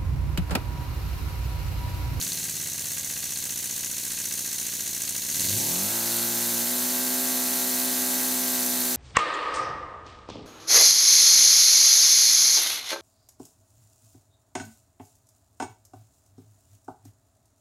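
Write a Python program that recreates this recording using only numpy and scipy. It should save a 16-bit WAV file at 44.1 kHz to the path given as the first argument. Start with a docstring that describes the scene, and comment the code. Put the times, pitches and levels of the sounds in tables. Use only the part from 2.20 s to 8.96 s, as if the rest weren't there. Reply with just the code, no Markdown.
"""Miniature steam engine, idling and racing

A hand-held twin-cylinder engine coasts down to a chuffing idle over a workbench, then gets more
steam and races. Four exhaust strokes a turn release turbulent puffs and excite thumping resonances,
while play in the bearings makes the rods knock. At speed the strokes merge into a harmonic series,
a buzzing hum under the hiss of leaking steam."""
import sys
import numpy as np
from scipy import signal
from scipy.fft import rfft, irfft
from scipy.io import wavfile
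from scipy.ndimage import uniform_filter1d

SR = 44100
rng = np.random.default_rng(int(sys.argv[2]) if len(sys.argv) > 2 else 0)


def generate_wav(sig):
    """Save sig (samples, or channels by samples) to the path in sys.argv[1] as 16-bit PCM at SR."""
    pcm = np.round(np.clip(np.atleast_2d(sig).T, -1, 1) * 32767).astype(np.int16)
    wavfile.write(sys.argv[1], SR, pcm)


N = 298101
T = np.arange(N) / SR
FULL_SPEED_HZ = 63.2


def undb(db):
    """Amplitude ratio of a level in decibels."""
    return 10 ** (np.asarray(db) / 20)


def unit(x):
    """Normalisation to rms 1."""
    return x / np.sqrt(np.mean(x ** 2))


def above(speed, knee_hz, steepness):
    """Sigmoid transition: a gain rising from 0 to 1, one half at the knee."""
    return 1 / (1 + (knee_hz / speed) ** steepness)


def noise(spectrum, peaks=(), peak_db=0):
    """Spectral shaping: noise of rms 1 with a smooth envelope and Lorentzian resonance peaks."""
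    f = np.arange(N // 2 + 1) * SR / N + 1e-3
    hz, db = np.transpose(spectrum)
    envelope = undb(np.interp(np.log(f), np.log(hz), db))
    lift = sum(undb(level + peak_db) ** 2 / (1 + (2 * (f - centre) / width) ** 2)
               for centre, width, level in peaks)
    return unit(irfft(rfft(rng.standard_normal(N)) * envelope * np.sqrt(1 + lift), N))


def ring(x, modes):
    """Modal superposition: the summed responses of damped resonators."""
    return sum(undb(db) * signal.lfilter(*signal.iirpeak(hz, hz / width, SR), x)
               for hz, width, db in modes)


def lag(x, seconds):
    """First-order relaxation with the given time constant."""
    pole = np.exp(-1 / (seconds * SR))
    return signal.lfilter([1 - pole], [1, -pole], x)


def flutter(rate_hz):
    """Random fluctuation of rms 1, gliding between values drawn at the given rate."""
    hold = int(SR / rate_hz)
    steps = np.repeat(rng.standard_normal(N // hold + 1), hold)
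    return unit(uniform_filter1d(steps, hold)[:N])


def impulses(angle, places, sizes_db, scatter_db, play_turns):
    """Quasi-periodic excitation: a slightly uneven impulse as the crank passes each place."""
    turns = np.arange(int(angle[-1]) + 1)[:, None]
    chance = np.clip(rng.standard_normal((len(turns), len(places), 2)), -1.5, 1.5)
    hit_angles = turns + places + play_turns * chance[..., 0]
    at = np.interp(hit_angles, angle, np.arange(N), right=-1).astype(int)
    size = undb(sizes_db + scatter_db * chance[..., 1])
    return np.bincount(at[at >= 0], size[at >= 0], N)


# Exhaust strokes of one turn: puff_angle_turns, puff_db, thump_angle_turns, thump_db
STROKES = [(.205, 0, .192, 3), (.432, 4.5, .422, 3.5), (.648, 2, .695, 3), (.87, -0.5, .835, 1)]
# Spectra of a puff and of the steam jet at idle and at full flow: frequency_hz, level_db
PUFF_SPECTRUM = [(700, -26.5), (1600, -10.5), (3500, -17), (5200, -8.5), (5900, 5), (6700, 1), (7600, 1.5),
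                 (10200, 0), (11200, -12), (13000, -4), (16000, -11.5)]
IDLE_JET_SPECTRUM = [(820, -53), (1400, -30), (1610, -16.5), (2040, -14.5), (3160, -11.5), (4120, -6.5),
                     (5160, -10.5), (5600, -5.5), (6590, -2.5), (7150, -7), (7680, -6), (11100, -7),
                     (13200, -9.5), (15200, -8.5), (16000, -31)]
FULL_JET_SPECTRUM = [(1350, -26), (2300, -8), (2680, -12.5), (3370, -7.5), (3650, -4), (4230, -2.5),
                     (4850, -4.5), (6290, -3), (7110, -2.5), (8920, -3), (11000, -0.5), (11700, -2.5),
                     (12900, -1), (15400, -2.5), (16000, -18)]
# Whistling resonances of the ports at idle and at full flow: pitch_hz, bandwidth_hz, level_db
IDLE_PORT_MODES = [(5940, 110, -22), (6300, 170, -4), (6676, 69, 3.5), (8060, 82, -5), (9450, 90, 0.5),
                   (11650, 67, 1.5), (11750, 76, -4), (11960, 56, 5.5), (12900, 140, 0)]
FULL_PORT_MODES = [(6360, 160, 5), (7600, 69, 6.5), (9040, 150, 8), (9700, 150, 2.5), (10000, 190, 3),
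                   (11790, 37, 10.5), (11700, 86, 1), (12800, 40, -5), (12110, 300, 10.5),
                   (13100, 200, -16.5), (14160, 110, 7.5), (15200, 140, 3)]


def steam(angle, speed, valve, draw, strain):
    """Turbulent jet noise: each stroke puffs over a leak, which masks the puffs as the flow grows."""
    places, puff_db, _, _ = np.transpose(STROKES)
    strokes = impulses(angle, places, puff_db, scatter_db=1.2, play_turns=.004)
    # the port stays open a few milliseconds, then the cylinder empties
    flow = lag(lag(strokes, .0014), .0034) / speed
    flow = flow / flow.mean()
    puffs = noise(PUFF_SPECTRUM, IDLE_PORT_MODES, peak_db=1) * flow * undb(-6.5 - 3.8 * draw)
    idle = noise(IDLE_JET_SPECTRUM, IDLE_PORT_MODES, peak_db=3)
    full = noise(FULL_JET_SPECTRUM, FULL_PORT_MODES, peak_db=-2.5)
    leak = np.sqrt(1 - draw) * idle + np.sqrt(draw) * full
    leak *= 1 + 0.082 * (flow - 1)  # breathes with the strokes
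    leak *= undb(flutter(700))  # wet steam sputters
    level_db = -27 - 6.5 * (1 - valve) + 3.5 * strain
    return (puffs + leak * undb(-2 + 2.4 * draw)) * undb(level_db)


# Impacts of rods and valve gear in one turn: angle_turns, knock_db, tick_db
IMPACTS = [(.265, -6, 14), (.32, 1.5, -14), (0.472, -5.5, -10), (0.531, -8, 1.5), (.70, -4.5, -2),
           (.80, -2, 2), (.87, -11, 3.5)]
# Modes of the brass frame and of the steel rods: pitch_hz, bandwidth_hz, level_db
FRAME_MODES = [(1632, 45, 2), (1950, 200, 0.5), (2140, 130, -6.5), (2666, 260, 1)]
ROD_MODES = [(3570, 82, -8), (4130, 240, -2.5), (4190, 270, -6), (4540, 100, -1.5)]
# Bouts of louder rod rattle: middle_s, length_s, boost_db
RATTLES = [(.08, 0.32, 4.5), (3.967, 0.27, 6), (5.55, .75, 4.5), (6.45, 0.55, 3.5)]


def clatter(angle, speed, valve, draw, strain):
    """Impact excitation: bearing play rings the frame and rods, harder under pressure and strain."""
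    places, knock_db, tick_db = np.transpose(IMPACTS)
    knocks = ring(impulses(angle, places, knock_db, scatter_db=2.8, play_turns=.002), FRAME_MODES)
    ticks = ring(impulses(angle, places, tick_db, scatter_db=2, play_turns=.004), ROD_MODES)
    rattle_db = sum(db * np.exp(-(2 * (T - middle) / length) ** 4) for middle, length, db in RATTLES)
    knocks = unit(knocks / np.sqrt(speed)) * undb(-49.5 + 5 * draw)
    ticks = unit(ticks / np.sqrt(speed)) * undb(-46 - 4.5 * (1 - valve) + 20 * strain + rattle_db)
    return knocks + ticks


# Resonances of the exhaust passages and cupped hand: pitch_hz, bandwidth_hz, level_db
EXHAUST_MODES = [(42, 24, 0), (110, 14.5, 3), (153, 40, 0), (198, 46, 2.5), (263, 26, 2), (369.6, 28, -2),
                 (531, 39, -4.5), (668, 21, -3), (920, 61, -4), (1390, 130, -13)]


def thumps(angle, speed, valve):
    """Cavity resonance: each stroke's pressure step thumps in the exhaust, yielding to hum at speed."""
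    _, _, places, thump_db = np.transpose(STROKES)
    strokes = impulses(angle, places, thump_db, scatter_db=.6, play_turns=.001)
    highpass = signal.butter(1, 25, "high", fs=SR, output="sos")
    pressure = signal.sosfilt(highpass, ring(strokes, EXHAUST_MODES))
    pressure = unit(lag(pressure, .00026) / np.sqrt(speed))
    merged = above(speed, knee_hz=49.3, steepness=10.4)
    return pressure * undb(-42 - 11.5 * (1 - valve)) * (1 - merged)


# Partials of the coasting crank's wobble: shaft_multiple, level_db
WOBBLE_PARTIALS = [(5, -3), (6, -0.5), (7, -23), (9, 0.5), (10, -4.5)]


def wobble(angle):
    """Decaying vibration: the freewheeling crank hums in the hand, its pitch tied to the shaft rate."""
    fade_db_per_s = 7.5
    partials = sum(undb(db) * np.cos(2 * np.pi * (order * angle + rng.random()))
                   for order, db in WOBBLE_PARTIALS)
    return np.sqrt(2) * partials * undb(-52.5 - fade_db_per_s * T)


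# Spectrum of the low exhaust turbulence: frequency_hz, level_db
RUSH_SPECTRUM = [(25, -28), (80, -14), (140, -3), (250, 7.5), (450, -0.5), (800, 3), (1150, -1), (1600, 0),
                 (2300, -25), (3200, -33), (5000, -42)]


def exhaust_rush(draw):
    """Flow noise: low turbulence grows with the steam drawn."""
    return noise(RUSH_SPECTRUM) * undb(-60.5 + 12.8 * draw ** 2)


# Spectrum of the quiet workshop: frequency_hz, level_db
WORKSHOP_SPECTRUM = [(20, -5), (50, -0.5), (110, -5), (250, -5), (500, -5.5), (1200, -14.5), (4000, -39)]


def workshop():
    """Ambient noise floor: steady and mostly low in frequency."""
    return noise(WORKSHOP_SPECTRUM) * undb(-58)


def harmonic(angle, order):
    """Fourier component: a wavering multiple of the shaft rate, in phase with the stroke pattern."""
    _, _, places, thump_db = np.transpose(STROKES)
    phase = np.angle(np.sum(undb(thump_db) * np.exp(-2j * np.pi * order * places)))
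    waver_db = (0.28 + 0.077 * order) * flutter(14)
    return np.sqrt(2) * undb(waver_db) * np.cos(2 * np.pi * order * angle + phase)


# Shaking forces of pistons and strokes, strongest four times a turn: shaft_multiple, level_db
SHAKING_FORCES = [(2, -10), (3, -11.5), (4, 0.5), (5, -12), (6, -8.5)]
# Response of the hand-held engine body to shaking: frequency_hz, gain_db
BODY_RESPONSE = [(75, -26), (102, 1), (117, -3), (126, -16.5), (143, -21), (168, -6.5), (203, -4.5),
                 (222, -21), (233, -4.5), (253, -0.5), (315, -7), (350, 2.5), (380, -0.4)]
# Partials of the buzz at full speed: shaft_multiple, level_db
BUZZ_PARTIALS = [(7, -24), (8, -13.5), (9, -11.5), (10, -16), (11, -8), (12, -21), (13, -11), (14, -13.5),
                 (15, -17), (16, -17.5), (17, -19), (18, -17.5), (19, -31), (20, -19.5), (21, -17.5),
                 (22, -17.5), (23, -19), (24, -20), (25, -13), (26, -17.5), (27, -21.5), (28, -21),
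                 (29, -21), (30, -31), (31, -19)]


def hum(angle, speed):
    """Forced vibration: shaft harmonics swell and sink as they slide through the body's resonances."""
    body_hz, body_db = np.transpose(BODY_RESPONSE)
    shake = sum(harmonic(angle, order) * undb(db + np.interp(order * speed, body_hz, body_db))
                for order, db in SHAKING_FORCES)
    orders, buzz_db = np.transpose(BUZZ_PARTIALS)
    # the buzz's spectral envelope, extended one order below its lowest partial
    envelope_orders, envelope_db = np.r_[orders[0] - 1, orders], np.r_[-6.5, buzz_db]
    crank_share = 0.37  # this much of the colour moves with the shaft; the rest stays in the body
    buzz = 0
    for order, crank_db in BUZZ_PARTIALS:
        formant_db = np.interp(order * speed / FULL_SPEED_HZ, envelope_orders, envelope_db)
        buzz += harmonic(angle, order) * undb(crank_share * crank_db + (1 - crank_share) * formant_db)
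    buzz *= above(speed, knee_hz=29.5, steepness=2.94)
    onset = above(speed, knee_hz=20.8, steepness=14)
    return (shake * undb(-36) + buzz * undb(-37.5)) * onset


def diffuse_tail(samples, t60_s, gap_s):
    """Diffuse impulse response: exponentially decaying noise of unit energy, after a short gap."""
    t = T[:samples]
    tail = rng.standard_normal(samples) * undb(-60 * t / t60_s) * (t > gap_s)
    return tail / np.sqrt(np.sum(tail ** 2))


def bench(x, t60_s, wet_db):
    """Interference: close reflections between engine, hand and bench comb the spectrum finely."""
    echoes = signal.fftconvolve(x, diffuse_tail(SR // 20, t60_s, gap_s=.002))[:N]
    return (x + undb(wet_db) * echoes) / np.sqrt(1 + undb(wet_db) ** 2)


def widen(x, band_hz, t60_s, wet_db):
    """Stereo width: a short, band-limited tail, in antiphase between channels, widens hiss and hum."""
    bandpass = signal.butter(5, band_hz, "band", fs=SR, output="sos")
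    tail = signal.sosfilt(bandpass, diffuse_tail(SR // 3, t60_s, gap_s=.001))
    return x + np.array([[1], [-1]]) * undb(wet_db) * signal.fftconvolve(x, tail)[:N]


def pan(left_db):
    """Level-difference panning: channel gains for a left-minus-right level."""
    return undb(np.array([[left_db], [-left_db]]) / 2)


# Crankshaft rotation rate: time_s, speed_hz
SHAFT_SPEED = [(0.0, 19.12), (0.6, 16.08), (1.24, 14.84), (2.49, 14.48), (2.93, 13.69), (3.05, 14.58),
               (3.14, 18.55), (3.35, 25.84), (3.42, 33.8), (3.74, 57.48), (4.37, 58.97), (4.54, 61.75),
               (4.92, 63.35), (5.37, 63.0), (6.05, 63.47), (6.76, 62.25)]
# Steam valve, eased back to an idle and then thrown open: time_s, opening_fraction
VALVE_OPENING = [(0, 0.49), (.35, 0.22), (1.3, 0.24), (2.5, 0.32), (3.05, 0.35), (3.22, 0.94), (6.76, 0.98)]


def scene():
    """Superposition: the engine's sources, driven by valve and crank, add to the workshop's noise."""
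    speed = np.interp(T, *np.transpose(SHAFT_SPEED))
    valve = np.interp(T, *np.transpose(VALVE_OPENING))
    angle = np.cumsum(speed) / SR  # in turns
    # steam drawn grows with opening and speed; pressure that the crank cannot yet use strains it
    draw = valve * np.minimum(speed / FULL_SPEED_HZ, 1)
    strain = (valve - draw) ** 2
    rush = exhaust_rush(draw)
    bright = steam(angle, speed, valve, draw, strain) + clatter(angle, speed, valve, draw, strain)
    bright = bench(bright, t60_s=.03, wet_db=-11)
    low = thumps(angle, speed, valve) + hum(angle, speed) + wobble(angle) + rush
    treble = widen(bright, [5000, 10500], t60_s=.05, wet_db=-9)
    bass = widen(low, [300, 1500], t60_s=.08, wet_db=-12.5)
    return treble * pan(-.4) + bass * pan(-1.9) + workshop()


def record(dry):
    """Band limiting: a steep low-pass filter removes the highest treble."""
    cutoff_hz = 15750
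    return signal.sosfilt(signal.ellip(12, .1, 80, cutoff_hz, fs=SR, output="sos"), dry)


dry = scene()
out = record(dry)
generate_wav(out)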